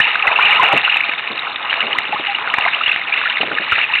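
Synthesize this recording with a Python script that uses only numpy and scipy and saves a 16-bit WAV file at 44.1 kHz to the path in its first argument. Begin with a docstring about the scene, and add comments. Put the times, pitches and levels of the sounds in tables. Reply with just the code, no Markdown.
"""Kayak on a rippling river

Wavelets break at the bow into a fizz of tiny ringing bubbles, with single plips and rising glugs.
One wave washes along the boat in the first second. Water bumps the hollow hull, and the river
rushes farther off. We listen from a small waterproof camera on the deck. Its case rings a little,
and its low-quality recorder dulls the treble and overloads on the closest splashes."""
import sys
import numpy as np
from scipy import signal
from scipy.fft import rfft, irfft
from scipy.io import wavfile

SR = 44100
rng = np.random.default_rng(int(sys.argv[2]) if len(sys.argv) > 2 else 0)


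def int16_out(signal):
    """Quantize to a 16-bit WAV file."""
    q = np.round(np.clip(np.atleast_2d(signal).T, -1, 1) * 32767)
    wavfile.write(sys.argv[1], SR, q.astype(np.int16))


N = 176400
TIME = np.arange(N) / SR


def from_db(db):
    """Turn decibels into a number to multiply a sound by."""
    return 10 ** (np.asarray(db) / 20)


def rms_one(x):
    """Scale a sound so that its average strength (rms) is 1."""
    return x / np.sqrt(np.mean(x ** 2) + 1e-20)


def add(out, start_s, sound):
    """Mix a sound in at its start time."""
    i = max(0, int(start_s * SR))
    out[i:i + len(sound)] += sound[:max(0, N - i)]


def shape_tone(x, points):
    """Make some pitches louder and others softer, following (pitch_hz, gain_db) points."""
    size = 2 * N
    hz, db = np.transpose(points)
    grid_hz = np.maximum(np.arange(N + 1) * SR / size, 1)
    gain = from_db(np.interp(np.log(grid_hz), np.log(hz), db))
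    # minimum phase: the filter rings only after a sound, never before it
    cepstrum = irfft(np.log(gain))
    cepstrum[1:N] *= 2
    cepstrum[N + 1:] = 0
    return irfft(rfft(x, size) * np.exp(rfft(cepstrum)))[:N]


def band_noise(low_hz, high_hz, samples):
    """A hiss that lies mostly between two pitches."""
    band = signal.butter(2, [low_hz, high_hz], "band", fs=SR, output="sos")
    return rms_one(signal.sosfilt(band, rng.standard_normal(samples)))


def drift(rate_hz):
    """A smooth random wobble between -2 and 2, changing about rate_hz times a second."""
    white = rfft(rng.standard_normal(N))
    hz = np.arange(len(white)) * SR / N
    smooth = irfft(white / (1 + (hz / rate_hz) ** 4), N)
    return np.clip(rms_one(smooth), -2, 2)


def bubble(hz, ring_s):
    """One bubble's note swells and dies away while its pitch climbs."""
    rise = 0.02  # the pitch climbs 2% per ring time
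    age = TIME[:int(8 * ring_s * SR) + 2] / ring_s
    return age * np.exp(1 - age) * np.sin(2 * np.pi * hz * ring_s * (age + rise * age ** 2 / 2))


def bubble_cloud(per_s, low_hz, high_hz, cycles, spread_db, busy=np.ones(N)):
    """Random bubbles that ring for about `cycles` swings; fewer but louder where `busy` is below 1."""
    out, draws = np.zeros(N), rng.random((16000, 6))
    for when, pitch, size, ring, sign, chance in draws[:int(per_s * N / SR)]:
        share = busy[int(when * N)]
        if chance > share:
            continue
        hz = low_hz + (high_hz - low_hz) * pitch
        size_db = min(-spread_db * np.log(1 - size), 4)  # the largest are 4 dB above the smallest
        gain = from_db(size_db) * np.sign(sign - .5) / np.sqrt(share)
        add(out, when * N / SR, gain * bubble(hz, cycles * (.5 + ring) / hz))
    return rms_one(out)


# The tone of the distant water: pitch_hz, gain_db
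RIVER_TONE = [(25, -28.5), (60, -14), (130, -9.5), (300, -4.5), (700, -7.5), (1500, 0.5), (2800, 2.5),
              (3700, 4), (4300, -7.5)]

def river():
    """The even rush of the water farther off."""
    loudness = from_db(-24 + 0.4 * drift(rate_hz=42))
    return loudness * rms_one(shape_tone(rng.standard_normal(N), RIVER_TONE))


def droplets():
    """Tiny drops fall back on the water with sparse, sharp ticks."""
    return from_db(-26) * bubble_cloud(per_s=41, low_hz=3100, high_hz=4040, cycles=2.2, spread_db=0.5)


# Low thumps on the loudest splashes: start_s, level_db, pitch_hz, decay_s
LOW_THUMPS = [(0.275, -30.5, 102, 0.013), (0.599, -28, 121, 0.006), (0.733, -22, 140, 0.03),
              (3.7199, -18.5, 85.7, 0.0057)]

def thumps():
    """Short, low thumps with a burst of noise, mostly the sound of the recorder overloading."""
    out, t = np.zeros(N), TIME[:SR // 5]
    for start_s, level_db, pitch_hz, decay_s in LOW_THUMPS:
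        note = np.sin(2 * np.pi * pitch_hz * t)
        burst = from_db(-5) * band_noise(low_hz=pitch_hz, high_hz=900, samples=len(t))
        add(out, start_s, from_db(level_db) * np.exp(-t / decay_s) * (note + burst))
    return out


# The tone of the hollow hull: pitch_hz, gain_db
HULL_TONE = [(70, -21), (140, -4), (200, 0), (355, 5.5), (600, 5.5), (900, -9), (2000, -20.5)]
# Water bumping the hull: start_s, level_db, decay_s
HULL_BUMPS = [(0.73, -13, .022), (0.752, -22, 0.014), (1.09, -17, 0.0047), (1.302, -22, 0.032),
              (1.826, -25, 0.12), (2.09, -27.5, 0.024), (2.143, -20.5, 0.0071), (2.197, -15, 0.0061),
              (3.404, -18, 0.017), (3.43, -22, 0.032), (3.471, -24.5, 0.017), (3.511, -21.5, 0.035),
              (3.597, -23.5, 0.024)]

def hull_bumps():
    """The hull gives a dull, hollow rumble each time water bumps it."""
    loudness, t = np.zeros(N), TIME[:SR // 2]
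    fade_in = np.minimum(t / 0.00088, 1)
    for start_s, level_db, decay_s in HULL_BUMPS:
        add(loudness, start_s, from_db(level_db) * fade_in * np.exp(-t / decay_s))
    return loudness * rms_one(shape_tone(rng.standard_normal(N), HULL_TONE))


# Large bubbles coming to the surface: start_s, level_db, start_hz, end_hz, length_s
LARGE_BUBBLES = [(0.051, -17.5, 845, 1750, 0.044), (.69, -16, 791, 800, 0.067),
                 (0.874, -12.5, 832, 2040, 0.017), (0.959, -16, 750, 1200, 0.0086),
                 (1.004, 0, 2030, 3000, 0.0091), (1.947, -17, 907, 1800, 0.027),
                 (2.123, -14.5, 804.4, 870, 0.033), (2.157, -12.5, 1000, 1455, 0.017),
                 (2.275, -17.5, 804, 797, 0.062), (2.652, -14, 639, 1143, 0.035),
                 (2.808, -10, 1240, 1500, 0.015), (3.235, -13.5, 1070, 1300, 0.009),
                 (3.256, -11, 1352, 1860, 0.027), (3.723, -4.5, 1367, 1316, 0.013),
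                 (3.897, -16.5, 900, 860, 0.018), (3.922, -17, 920, 1300, 0.016),
                 (3.948, -16, 1360, 1900, 0.015)]

def glugs():
    """Pockets of air ring with a wobbling loudness; most slide up in pitch, faster and faster."""
    out = np.zeros(N)
    for start_s, level_db, start_hz, end_hz, length_s in LARGE_BUBBLES:
        age = np.linspace(0, 1, int(length_s * SR))
        hz = start_hz + (end_hz - start_hz) * age ** 1.7
        swell = np.minimum(age / 0.23, 1) * np.sqrt(1 - age)  # loudest 23% of the way through
        note = np.sin(2 * np.pi * np.cumsum(hz) / SR)
        add(out, start_s, from_db(level_db + 1) * swell * note)
    wobble_db = 1.5 * drift(rate_hz=170)
    return out * from_db(wobble_db)


# Wavelets that land flat: start_s, level_db, decay_s
FLAT_WAVELETS = [(0.271, -7, 0.011), (2.5398, 0, 0.0056), (2.5842, -3, 0.0048), (2.675, -7.5, 0.012),
                 (3.7207, -2, 0.0068), (3.781, -6, 0.011)]

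def splats():
    """A wavelet slaps down and bursts into a rough spray that dies within moments."""
    loudness, t = np.zeros(N), TIME[:SR // 5]
    for start_s, level_db, decay_s in FLAT_WAVELETS:
        add(loudness, start_s, from_db(level_db) * np.exp(-t / decay_s))
    return loudness * band_noise(low_hz=1200, high_hz=2870, samples=N)


# Single bubbles close by: start_s, level_db, pitch_hz, ring_ms
CLOSE_BUBBLES = [(0.001, 10, 1697, 1.25), (0.014, -5, 2800, 3.1), (0.043, -3, 2535, 1.4),
                 (0.0516, -1.5, 2650, 0.98), (0.1551, -1, 1504, 1), (0.2244, -1, 2490, 1.4),
                 (0.2693, 0, 2520, 1.6), (0.2761, 2, 1903, 2.17), (0.3157, -6, 2446, 2.7),
                 (0.3583, -3, 2580, 2.6), (0.388, -2, 977, 1.3), (0.394, -2, 1358, 1.8),
                 (0.4224, -3.5, 2355, 6), (0.449, 0.5, 2450, 1.2), (0.4525, 0.5, 2810, 2),
                 (0.461, -2.5, 2670, 3.2), (0.5072, -3, 2760, 2.6), (0.516, -4.5, 2870, 1.5),
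                 (0.547, -4.5, 2430, 1.7), (0.5266, -1.5, 2210, 2.6), (0.557, -5, 2730, 1.6),
                 (0.568, -1.5, 2717, 1.6), (0.5942, -1.5, 992, 3.8), (0.632, -8.5, 880, 1.8),
                 (0.6368, -4.5, 2663, 2.9), (0.649, -4.5, 2760, 1.76), (0.659, -3.5, 2210, 0.91),
                 (0.6642, -2.5, 2400, 0.96), (0.6785, -5, 2730, 0.79), (0.6861, -2.5, 2495, 0.78),
                 (0.7282, -5.5, 880, 1.8), (0.766, 2, 2316, 0.41), (0.775, 2, 2680, 1.16),
                 (0.848, 0, 2790, 1.6), (0.8774, -5, 1400, 1.5), (0.8965, -0.5, 2710, 1.67),
                 (0.942, 1, 2750, 0.96), (0.9684, 4, 2420, 0.88), (1.0354, -9.5, 2330, 2.6),
                 (1.0929, -4, 2390, 1.1), (1.1356, -9, 2130, 1.1), (1.1878, -11.5, 2560, 1.3),
                 (1.275, -10.5, 2360, 0.98), (1.378, -8, 2800, 0.55), (1.3917, -5, 3740, 1.55),
                 (1.469, -12.5, 1400, 1.3), (1.559, -2.5, 3440, 0.69), (1.696, -8.5, 2730, 2.9),
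                 (1.7076, -4.5, 3020, 2), (1.7281, 2, 1670, 0.53), (1.7396, 2.5, 2460, 0.17),
                 (1.805, 3.5, 2750, 0.88), (1.815, -7, 2610, 1.5), (1.827, -7.5, 2140, 1.5),
                 (1.866, -9.5, 2720, 2.2), (1.9292, 1, 2830, 0.97), (1.9854, 3, 1880, 0.88),
                 (2.0526, -6, 2960, 0.74), (2.1234, -5.5, 2570, 0.67), (2.1272, -8.5, 797, 2.8),
                 (2.2685, -4, 2830, 1.1), (2.3474, -5.5, 2780, 2.4), (2.385, -8, 2170, 0.4),
                 (2.4744, -6.5, 1370, 1.1), (2.4998, -7.5, 2880, 1.2), (2.5386, -1.5, 1805, 1),
                 (2.5838, -1.5, 950, 0.83), (2.6088, -5.5, 2680, 1.4), (2.6244, -7.5, 2830, 0.57),
                 (2.642, -11.5, 2120, 1.7), (2.6513, -4.5, 2000, 1.57), (2.6618, -4, 1044, 1.1),
                 (2.678, -5.5, 2100, 1.15), (2.6835, 0.5, 1820, 0.52), (2.7331, -7, 2520, 0.75),
                 (2.7453, -4.5, 2880, 1.2), (2.8352, -3.5, 2755, 1.6), (2.86, -4, 2800, 3.3),
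                 (2.8789, 3.5, 3135, 1.2), (2.8928, -5.5, 2640, 2.1), (2.9159, -3, 2476, 2.3),
                 (2.9608, -1.5, 1890, 0.61), (3.0143, -10, 2010, 1.1), (3.1231, -6.5, 2310, 3),
                 (3.1378, -2.5, 2650, 1.3), (3.189, -8, 2680, 0.98), (3.2148, -5.5, 1500, 0.69),
                 (3.2563, -5.5, 1737, 1.4), (3.27, -9, 1680, 2), (3.2983, 0, 2776, 0.91),
                 (3.3706, -5.5, 2020, 1.26), (3.3832, -4, 2180, 0.39), (3.4113, 5.5, 2823, 0.68),
                 (3.4141, -2.5, 2780, 0.77), (3.4316, -5.5, 672, 0.66), (3.516, -8.5, 1430, 1.24),
                 (3.551, -9.5, 2750, 1.15), (3.576, -10.5, 2000, 0.7), (3.5833, -2.5, 1696, 1.5),
                 (3.712, -8, 2780, 1.6), (3.721, 3.5, 1410, 0.84), (3.725, -7, 2690, 3.2),
                 (3.754, -8, 2370, 0.76), (3.7886, -1.5, 2730, 0.9), (3.802, -6, 1700, 0.71),
                 (3.8134, -3, 2180, 1.2), (3.8305, -7.5, 2590, 1.6), (3.8398, -7.5, 2540, 1.9),
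                 (3.849, -7, 2360, 1.1), (3.9368, -2, 2620, 2.2), (3.952, -4.5, 2740, 1.4),
                 (3.9568, -6, 2030, 1.6), (3.984, -8.5, 2650, 3.3)]

def plips():
    """Each close bubble rings briefly, trailed by a short spray of smaller ones."""
    notes, spray_loudness = np.zeros(N), np.zeros(N)
    spray_fade = np.exp(-TIME[:SR // 20] / 0.0052)
    for start_s, level_db, pitch_hz, ring_ms in CLOSE_BUBBLES:
        add(notes, start_s, from_db(level_db + 2) * bubble(pitch_hz, ring_ms / 1000))
        add(spray_loudness, start_s, from_db(level_db - 8) * spray_fade)
    spray = bubble_cloud(per_s=2400, low_hz=734, high_hz=4520, cycles=1.0, spread_db=0.5)
    spray = shape_tone(spray, [(600, -15.0), (1200, -5.5), (2600, 12), (4000, 5.5)])
    return notes + spray_loudness * rms_one(spray)


# The tone of the small, fizzing bubbles: pitch_hz, gain_db
FIZZ_TONE = [(700, -19), (1300, -16), (1800, -2.5), (2800, 3), (3300, -3.5), (4200, -6.5)]
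# The tone of the large, gurgling bubbles: pitch_hz, gain_db
GURGLE_TONE = [(200, -18), (400, -15), (600, -10.5), (800, -4), (1000, -1), (1270, 3), (1600, -2.5),
               (2400, -21)]
# How the wash swells and fades: time_s, fizz_db, gurgle_db
WASH_LEVELS = [(0, -14.5, -25), (.2, -24.5, -28.5), (.27, -23.5, -15), (.39, -20, -23), (0.459, -14, -16),
               (0.571, -17.5, -18), (0.681, -18, -13.5), (.81, -20, -25.5), (.93, -17.5, -26),
               (1.07, -24, -29.5), (1.25, -28, -31.5), (1.59, -31.5, -28), (1.749, -26.5, -25),
               (2.23, -27.5, -30), (2.29, -24.5, -36), (2.4, -27.5, -23.5), (2.701, -26.5, -26),
               (2.921, -19, -30), (3.05, -27.5, -28), (3.201, -20.5, -28.5), (3.47, -29.5, -32),
               (3.68, -22.5, -27.5), (3.79, -17.5, -30), (3.87, -25, -30), (4, -20.5, -39)]

def bow_wash():
    """Breaking wavelets fizz and gurgle in small spurts; in calm water the fizz thins to a trickle."""
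    time_s, fizz_db, gurgle_db = np.transpose(WASH_LEVELS)
    spurts_db = 1.8 * drift(rate_hz=25)
    busy = from_db(.8 * np.interp(TIME, time_s, fizz_db - fizz_db.max()))  # quieter means fewer bubbles
    fizz = bubble_cloud(per_s=3400, low_hz=1127, high_hz=4342, cycles=1.4, spread_db=2, busy=busy)
    fizz = rms_one(shape_tone(fizz, FIZZ_TONE))
    fizz *= from_db(6.5 + np.interp(TIME, time_s, fizz_db) + spurts_db)
    gurgle = bubble_cloud(per_s=900, low_hz=378, high_hz=1735, cycles=1.69, spread_db=0)
    gurgle = rms_one(shape_tone(gurgle, GURGLE_TONE))
    gurgle *= from_db(1.5 + np.interp(TIME, time_s, gurgle_db) + spurts_db)
    return fizz + gurgle


# The notes at which the camera's case rings: pitch_hz, gain_db, width_hz
CASE_NOTES = [(692.5, -5, 56), (823, -0.5, 33), (997, -5, 39), (1244, -6.5, 51)]

def case_ring(x):
    """The case rings on after every splash; a narrower note rings longer."""
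    out = x.copy()
    for pitch_hz, gain_db, width_hz in CASE_NOTES:
        r = np.exp(-np.pi * width_hz / SR)  # the share of the ring left after one sample
        feed_in = np.array([1, 0, -1]) * (1 - r * r) / 2
        feedback = [1, -2 * r * np.cos(2 * np.pi * pitch_hz / SR), r * r]
        out += from_db(gain_db) * signal.lfilter(feed_in, feedback, x)
    return out


def scene():
    """The water sounds ring through the case, and the low thumps are added on top."""
    water = bow_wash() + plips() + splats() + droplets() + glugs() + hull_bumps() + river()
    return (from_db(-2) * case_ring(water) + thumps())[None]


def soft_clip(x, ceiling, hardness):
    """Squash peaks to stay under a ceiling; more hardness gives flatter tops."""
    return x / (1 + (x / ceiling) ** hardness) ** (1 / hardness)


# The low-quality recorder dulls the treble above 3 kHz and cuts it near 4.5 kHz: pitch_hz, gain_db
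RECORDER_TREBLE_CUT = [(2900, -2), (3020, -7), (3180, -11.5), (3400, -11), (3700, -5.5), (3900, -10.5),
                       (4100, -12.5), (4450, -28), (4700, -67.5)]

def record(dry):
    """The recorder overloads on loud splashes, loses treble and deep bass, and flattens the last peaks."""
    bass_cut = signal.butter(2, 69, "high", fs=SR, output="sos")  # below 69 Hz
    top_cut = signal.cheby2(12, 70, 17000, fs=SR, output="sos")  # 70 dB down from 17000 Hz up
    overloaded = soft_clip(dry[0], ceiling=.77, hardness=6)
    dulled = signal.sosfilt(bass_cut, shape_tone(overloaded, RECORDER_TREBLE_CUT))
    flattened = soft_clip(dulled, ceiling=.715, hardness=40)
    return signal.sosfilt(top_cut, flattened)[None]


dry = scene()
out = record(dry)
int16_out(out)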